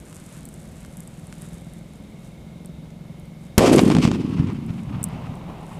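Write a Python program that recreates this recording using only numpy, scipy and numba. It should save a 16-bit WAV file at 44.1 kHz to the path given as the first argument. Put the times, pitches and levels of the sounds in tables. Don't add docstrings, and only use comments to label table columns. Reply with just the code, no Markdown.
import sys
import numpy as np
from scipy import signal
from scipy.fft import rfft, irfft
from scipy.io import wavfile
from scipy.ndimage import uniform_filter1d
from numba import njit

SR = 44100
rng = np.random.default_rng(int(sys.argv[2]) if len(sys.argv) > 2 else 0)


def transcribe(u):
    v = np.clip(np.atleast_2d(u).T, -1, 1)
    q = np.round(v * 32767).astype(np.int16)
    wavfile.write(sys.argv[1], SR, q)


N = 255466
T = np.arange(N) / SR
BLAST_S, ROLL_S = 3.579, 3.604


def undb(db):
    return 10 ** (np.asarray(db) / 20)


def unit(x):
    return x / np.sqrt(np.mean(x ** 2))


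def curves(rows):
    times, *columns = np.transpose(rows)
    return [np.interp(T, times, column) for column in columns]


def noise():
    return rng.standard_normal(N)


def walk(rate):
    knots = rng.standard_normal(2000)
    return np.interp(T * rate, np.arange(len(knots)), knots)


def grains(rate, spread_db):
    return unit((rng.random(N) < rate / SR) * noise() * undb(spread_db * noise()))


def swell(s, rise_s, decay_s):
    return np.exp(-np.maximum((s - T) / rise_s, (T - s) / decay_s))


def front(s, decay_s):
    return (T > s) * np.exp(-np.maximum(T - s, 0) / decay_s)


def colour(x, outline, size=8192):
    hz, db = np.transpose(outline)
    bins_hz = np.maximum(np.fft.rfftfreq(size, 1 / SR), 1)
    gain = undb(np.interp(np.log(bins_hz), np.log(hz), db))
    cepstrum = irfft(np.log(gain))
    cepstrum[1:size // 2] *= 2
    cepstrum[size // 2 + 1:] = 0
    response = irfft(np.exp(rfft(cepstrum)))
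    return signal.fftconvolve(x, response / np.linalg.norm(response))[:N]


def ring(x, hz, width):
    peak = signal.iirpeak(hz, hz / width, fs=SR)
    return signal.lfilter(*peak, signal.lfilter(*peak, x))


def highpass(x, hz, order=2):
    return signal.sosfilt(signal.butter(order, hz, "high", fs=SR, output="sos"), x)


@njit
def lowpass(x, hz):
    y, band, low = np.empty(len(x)), 0., 0.
    for i in range(len(x)):
        g = np.tan(np.pi * min(hz[i], .45 * SR) / SR)
        v = (band + g * (x[i] - low)) / (1 + g * (g + 1.15))
        y[i] = low + g * v
        band, low = 2 * v - band, 2 * y[i] - low
    return y


def steady(x, seconds):
    return x / np.sqrt(np.abs(uniform_filter1d(x ** 2, int(seconds * SR))) + 1e-12)


def ticks(rows, outline, decay_s, scatter_db):
    snaps, t = np.zeros(N), T[:2000]
    envelope = np.exp(-t / decay_s) + undb(scatter_db) * np.exp(-t / .0075)
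    for s, db in rows:
        crackle = rng.standard_normal(len(t)) * envelope
        snap = (t == 0) + .8 * crackle / np.linalg.norm(crackle)
        start = int(s * SR)
        snaps[start:start + len(t)] += undb(db) * snap[:N - start]
    return 2.4 * colour(snaps, outline)


# f/Hz, relative level/dB
AIR_COLOUR = [(20, -16), (32, -10), (60, -0.5), (100, -4.5), (170, -1.5), (300, -10), (420, -15.5),
              (560, -14), (800, -21), (1050, -26), (1900, -32.5), (3100, -31.5), (5000, -37.5),
              (10000, -40), (15000, -47.5)]
# f/Hz, width per pass/Hz, full level/dB
INSECT_BANDS = [(2160, 220, -65), (3730, 410, -69.5)]
def night():
    air = colour(noise(), AIR_COLOUR) * undb(-43 + .6 * walk(7))
    insects = sum(unit(ring(noise(), hz, width)) * undb(db + 2 * walk(8.3))
                  for hz, width, db in INSECT_BANDS)
    chorus_db = np.interp(T, [0, 2], [-4, 0])
    return air + insects * undb(chorus_db)


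# t/s, f/Hz
FIRING_RATE = [(0, 19.3), (.45, 19.45), (1, 19.96), (1.5, 20.66), (1.96, 21.05), (2.45, 21.9), (2.88, 22.3),
               (3.4, 22.5)]
# t/s, relative level/dB
DIESEL_LEVEL = [(0, -51.5), (.45, -42.5), (1, -41), (1.5, -38.5), (2.45, -42), (2.88, -38.5), (3.4, -40),
                (5.8, -41)]
# f/Hz, nominal width/Hz, relative level/dB
EXHAUST_MODES = [(62.6, 33, -15), (163.3, 71.3, 6.5), (209.4, 21.4, 2), (278, 113, -29), (540, 240, -20)]
def diesel():
    (rate,), (db,) = curves(FIRING_RATE), curves(DIESEL_LEVEL)
    cycles = np.cumsum(rate) / SR + .82
    firings = np.diff(np.floor(cycles), prepend=0) * undb(1.5 * noise())
    smear = noise() * np.exp(-(cycles % 1))
    push = unit(firings) + undb(-9) * unit(smear)
    pipe = sum(undb(mode_db) * ring(push, hz, .83 * width) for hz, width, mode_db in EXHAUST_MODES)
    return unit(pipe) * undb(db - 1)


# f/Hz, relative level/dB
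HISS_COLOUR = [(500, -4.5), (1300, 3), (2500, -1.5), (5500, -8), (8200, -2.5), (11500, -9), (13500, -20),
               (16000, -62)]
# t/s, relative level/dB, half width/s
HISS_SWELLS = [(.15, -54, 0.091), (.35, -52, 0.096), (.8, -59, 0.063), (1.43, -52, 0.058),
               (1.55, -55.5, 0.034), (1.95, -64, .03), (2.25, -58, 0.038), (3.45, -59.5, 0.043),
               (3.735, -21.5, 0.0097), (4.782, -61, 0.071), (5.78, -60, .17)]
def fizz(sinks_s=1.48, fade_db_per_s=15.5):
    fuse = undb(-57.5 - fade_db_per_s * np.maximum(T - sinks_s, 0)) * (T < BLAST_S)
    sparks = undb(-33.5) * swell(3.765, rise_s=.022, decay_s=.085)
    background = undb(-75) * (T > BLAST_S)
    swells = sum(undb(db) * np.exp(-((T - s) / width) ** 2) for s, db, width in HISS_SWELLS)
    envelope = np.sqrt(fuse ** 2 + (sparks + background) ** 2 + swells ** 2)
    hiss = colour(noise(), HISS_COLOUR) * undb(-1 + .9 * walk(30))
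    clicks = colour(grains(rate=420, spread_db=3.3), HISS_COLOUR)
    crackle = highpass(clicks, 6300, order=4) * undb(2.5)
    return (hiss + crackle) * envelope


# t/s, relative level/dB
FUSE_POPS = [(.128, -31.5), (.849, -34), (1.3265, -30), (2.648, -41), (2.905, -39)]
# f/Hz, relative level/dB
DULL_POP = [(400, -20), (1000, 2), (1400, 3), (3000, -4), (5000, -5), (9000, -2), (15000, -22)]
# t/s, relative level/dB
FUSE_SPITS = [(.4542, -26), (.4888, -29.5), (.5417, -32), (.9708, -26), (1.005, -26.5), (1.0758, -33),
              (1.2698, -33), (1.4207, -30), (1.736, -33.5), (2.659, -31.5), (3.1982, -38.5), (3.255, -44)]
# f/Hz, relative level/dB
BRIGHT_TICK = [(1500, -45), (4500, -19), (6500, -3.5), (8200, 13), (10000, 7.5), (12800, -1.5), (15500, -8)]
def sputter():
    spits = ticks(FUSE_SPITS, BRIGHT_TICK, decay_s=.00052, scatter_db=-32)
    pops = ticks(FUSE_POPS, DULL_POP, decay_s=.00083, scatter_db=-24)
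    return spits + pops


def blast(push_s=.002, crack_decay_s=.0014, reflections=9, gap_s=.0024, fade_db_per_s=232):
    fronts = [(BLAST_S, undb(11.5))]
    crack = undb(-2.5) * swell(BLAST_S + push_s, .00057, crack_decay_s) * (T > BLAST_S)
    for k, (jitter, uneven) in enumerate(rng.standard_normal((reflections, 2))):
        lag_s = gap_s * (k + 1 + .26 * jitter)
        size = undb(-1 - fade_db_per_s * lag_s + 3 * uneven)
        fronts.append((BLAST_S + lag_s, -(-1) ** k * size))
        crack += size * undb(-21.5) * front(BLAST_S + lag_s, crack_decay_s)
    pressure = sum(size * (1 - (T - s) / push_s) * front(s, push_s) for s, size in fronts)
    rounded = lowpass(highpass(pressure, 43, order=1), np.full(N, 4000.))
    bright_noise = colour(noise(), [(500, -6), (3000, 7), (6000, 12), (11500, 6.5), (16000, -10)])
    return rounded + crack * bright_noise


def thinning(s, knee_s, power):
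    return (1 + np.maximum(s - ROLL_S, 0) / knee_s) ** -power


def rumble_edge(s):
    return 794 * thinning(s, knee_s=.068, power=.41)


# f/Hz, relative level/dB
FOLIAGE_COLOUR = [(300, -16), (800, 4), (1100, 5.5), (1650, -5), (2200, -1.5), (2800, -1.5), (3900, -9),
                  (5000, -7.5), (6300, -8.5), (8000, -7), (12000, -8), (16000, -21)]
# t/s, rumble level/dB, rasp level/dB, middle cut/dB, decay/s
TREE_STANDS = [(3.64, -15, -25.5, -3, 0.039), (3.735, -9, -27.5, 9, 0.032), (3.782, -12, -18, 0, 0.01),
               (3.916, -16.5, -23.5, -2, 0.01), (3.98, -17, -50, 4, 0.023),
               (4.031, -22.5, -25.5, 8.5, 0.045), (4.33, -31, -39, -0.5, .025),
               (4.404, -18, -46, -6.5, 0.06), (4.5, -21, -46, -8, 0.026), (4.95, -29, -48.5, -4.5, 0.2),
               (5.12, -34, -49, -1, 0.34), (5.74, -41, -50.5, 1, .3)]
def roll(fade_db_per_s=15.5, split_hz=2050, onset_s=.0016):
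    rumble_power = undb(-13.5 - fade_db_per_s * np.maximum(T - ROLL_S, 0)) ** 2
    treble_power = (undb(-20.5) * thinning(T, knee_s=.16, power=1.745)) ** 2
    middle_power = treble_power.copy()
    for s, rumble_db, rasp_db, cut_db, decay_s in TREE_STANDS:
        shape = swell(s, .44 * decay_s, decay_s)
        rumble_power += (undb(rumble_db) * shape) ** 2
        middle_power += (undb(rasp_db - cut_db) * shape) ** 2
        treble_power += (undb(rasp_db) * shape) ** 2

    rumble = grains(rate=1500, spread_db=3.3)
    for _ in range(3):
        rumble = lowpass(rumble, rumble_edge(T))
    rumble = highpass(highpass(rumble, 130, order=1), 93)
    rumble = steady(rumble, seconds=.052) * np.sqrt(rumble_power)

    grit = unit(noise() + undb(-1) * grains(rate=3000, spread_db=3.8))
    rasp_edge_hz = 6430 * thinning(T, knee_s=1.4, power=.97)
    foliage = steady(lowpass(colour(grit, FOLIAGE_COLOUR), rasp_edge_hz), seconds=.028)
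    middle = signal.sosfiltfilt(signal.butter(3, split_hz, fs=SR, output="sos"), foliage)
    rasp = middle * np.sqrt(middle_power) + (foliage - middle) * np.sqrt(treble_power)
    flutter = undb(3 * walk(70))
    arrived = np.clip((T - ROLL_S) / onset_s, 0, 1)
    return arrived * (rumble + rasp * flutter)


# t/s, relative thump level/dB, relative slap level/dB
HARD_ECHOES = [(3.6497, -6, -21), (3.697, -5, -9), (3.7145, 0.5, -28), (3.7378, -22, -12),
               (3.7525, -2, -29), (3.7714, -2.5, -29), (3.7928, -8, 0.5), (3.835, -1.5, -17),
               (3.865, -2, -20), (3.884, -5.5, -30), (3.9017, -8.5, -9), (3.9505, -4.5, -7.5),
               (3.9673, -4, -7.5), (3.9856, -3, -12), (4.052, 0, -8), (4.0767, -6, -13),
               (4.1153, -7.5, -13), (4.4, -5.5, -42), (4.473, -30, -28.5), (4.548, -24.5, -34),
               (4.705, -15.5, -31.5), (4.885, -20, -41), (4.955, -22, -44), (5.135, -21, -35),
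               (5.298, -23, -39)]
# f/Hz, relative level/dB
SLAP_TONE = [(300, -8), (700, 10.5), (1050, 5), (1650, -5), (2700, -2.5), (5000, -10), (8000, -13),
             (14000, -46)]
def echoes(thump_lag_s=.0011, width_cycles=.58):
    thumps = np.zeros(N)
    for s, db, _ in HARD_ECHOES:
        window = np.abs(T - s) < .06
        thump_hz = .53 * rumble_edge(s)
        cycles = thump_hz * (T[window] - s - thump_lag_s)
        thumps[window] += undb(db) * np.sin(2 * np.pi * cycles) * np.exp(-(cycles / width_cycles) ** 2)
    slaps = [(s, db) for s, _, db in HARD_ECHOES]
    return thumps + ticks(slaps, SLAP_TONE, decay_s=.0033, scatter_db=-22)


# f/Hz, relative level/dB
ROAR_COLOUR = [(200, 9.5), (450, 2.5), (850, 6), (1200, -3.5), (1600, -14.5), (2800, -14.5), (4500, -27),
               (9000, -36)]
# t/s, level above it/dB
ROAR_CRESTS = [(5.13, 3), (5.5, 10)]
def far_wash(full_s=4.98, rise_s=.21):
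    rise = np.exp(np.minimum(T - full_s, 0) / rise_s)
    crest_db = sum(db * swell(s, rise_s=.016, decay_s=.075) for s, db in ROAR_CRESTS)
    flutter = undb(1.6 * walk(35))
    return colour(noise(), ROAR_COLOUR) * undb(-42.5 + crest_db) * rise * flutter


# t/s, relative level/dB
CASING_BITS = [(4.532, -35), (4.664, -40.5), (5.0304, -18), (5.0405, -5.5), (5.0427, -16), (5.087, -37),
               (5.3545, -43), (5.731, -39)]
def debris():
    return ticks(CASING_BITS, BRIGHT_TICK, decay_s=.00059, scatter_db=-25)


def scene():
    bang = blast() + roll() + echoes() + far_wash()
    return (diesel() + night() + fizz() + sputter() + bang + debris())[None]


def record(dry, ceiling=.76, top_hz=15400):
    saturated = dry / (1 + (dry / ceiling) ** 6) ** (1 / 6)
    return signal.sosfilt(signal.ellip(10, .2, 105, top_hz, fs=SR, output="sos"), saturated)


dry = scene()
out = record(dry)
transcribe(out)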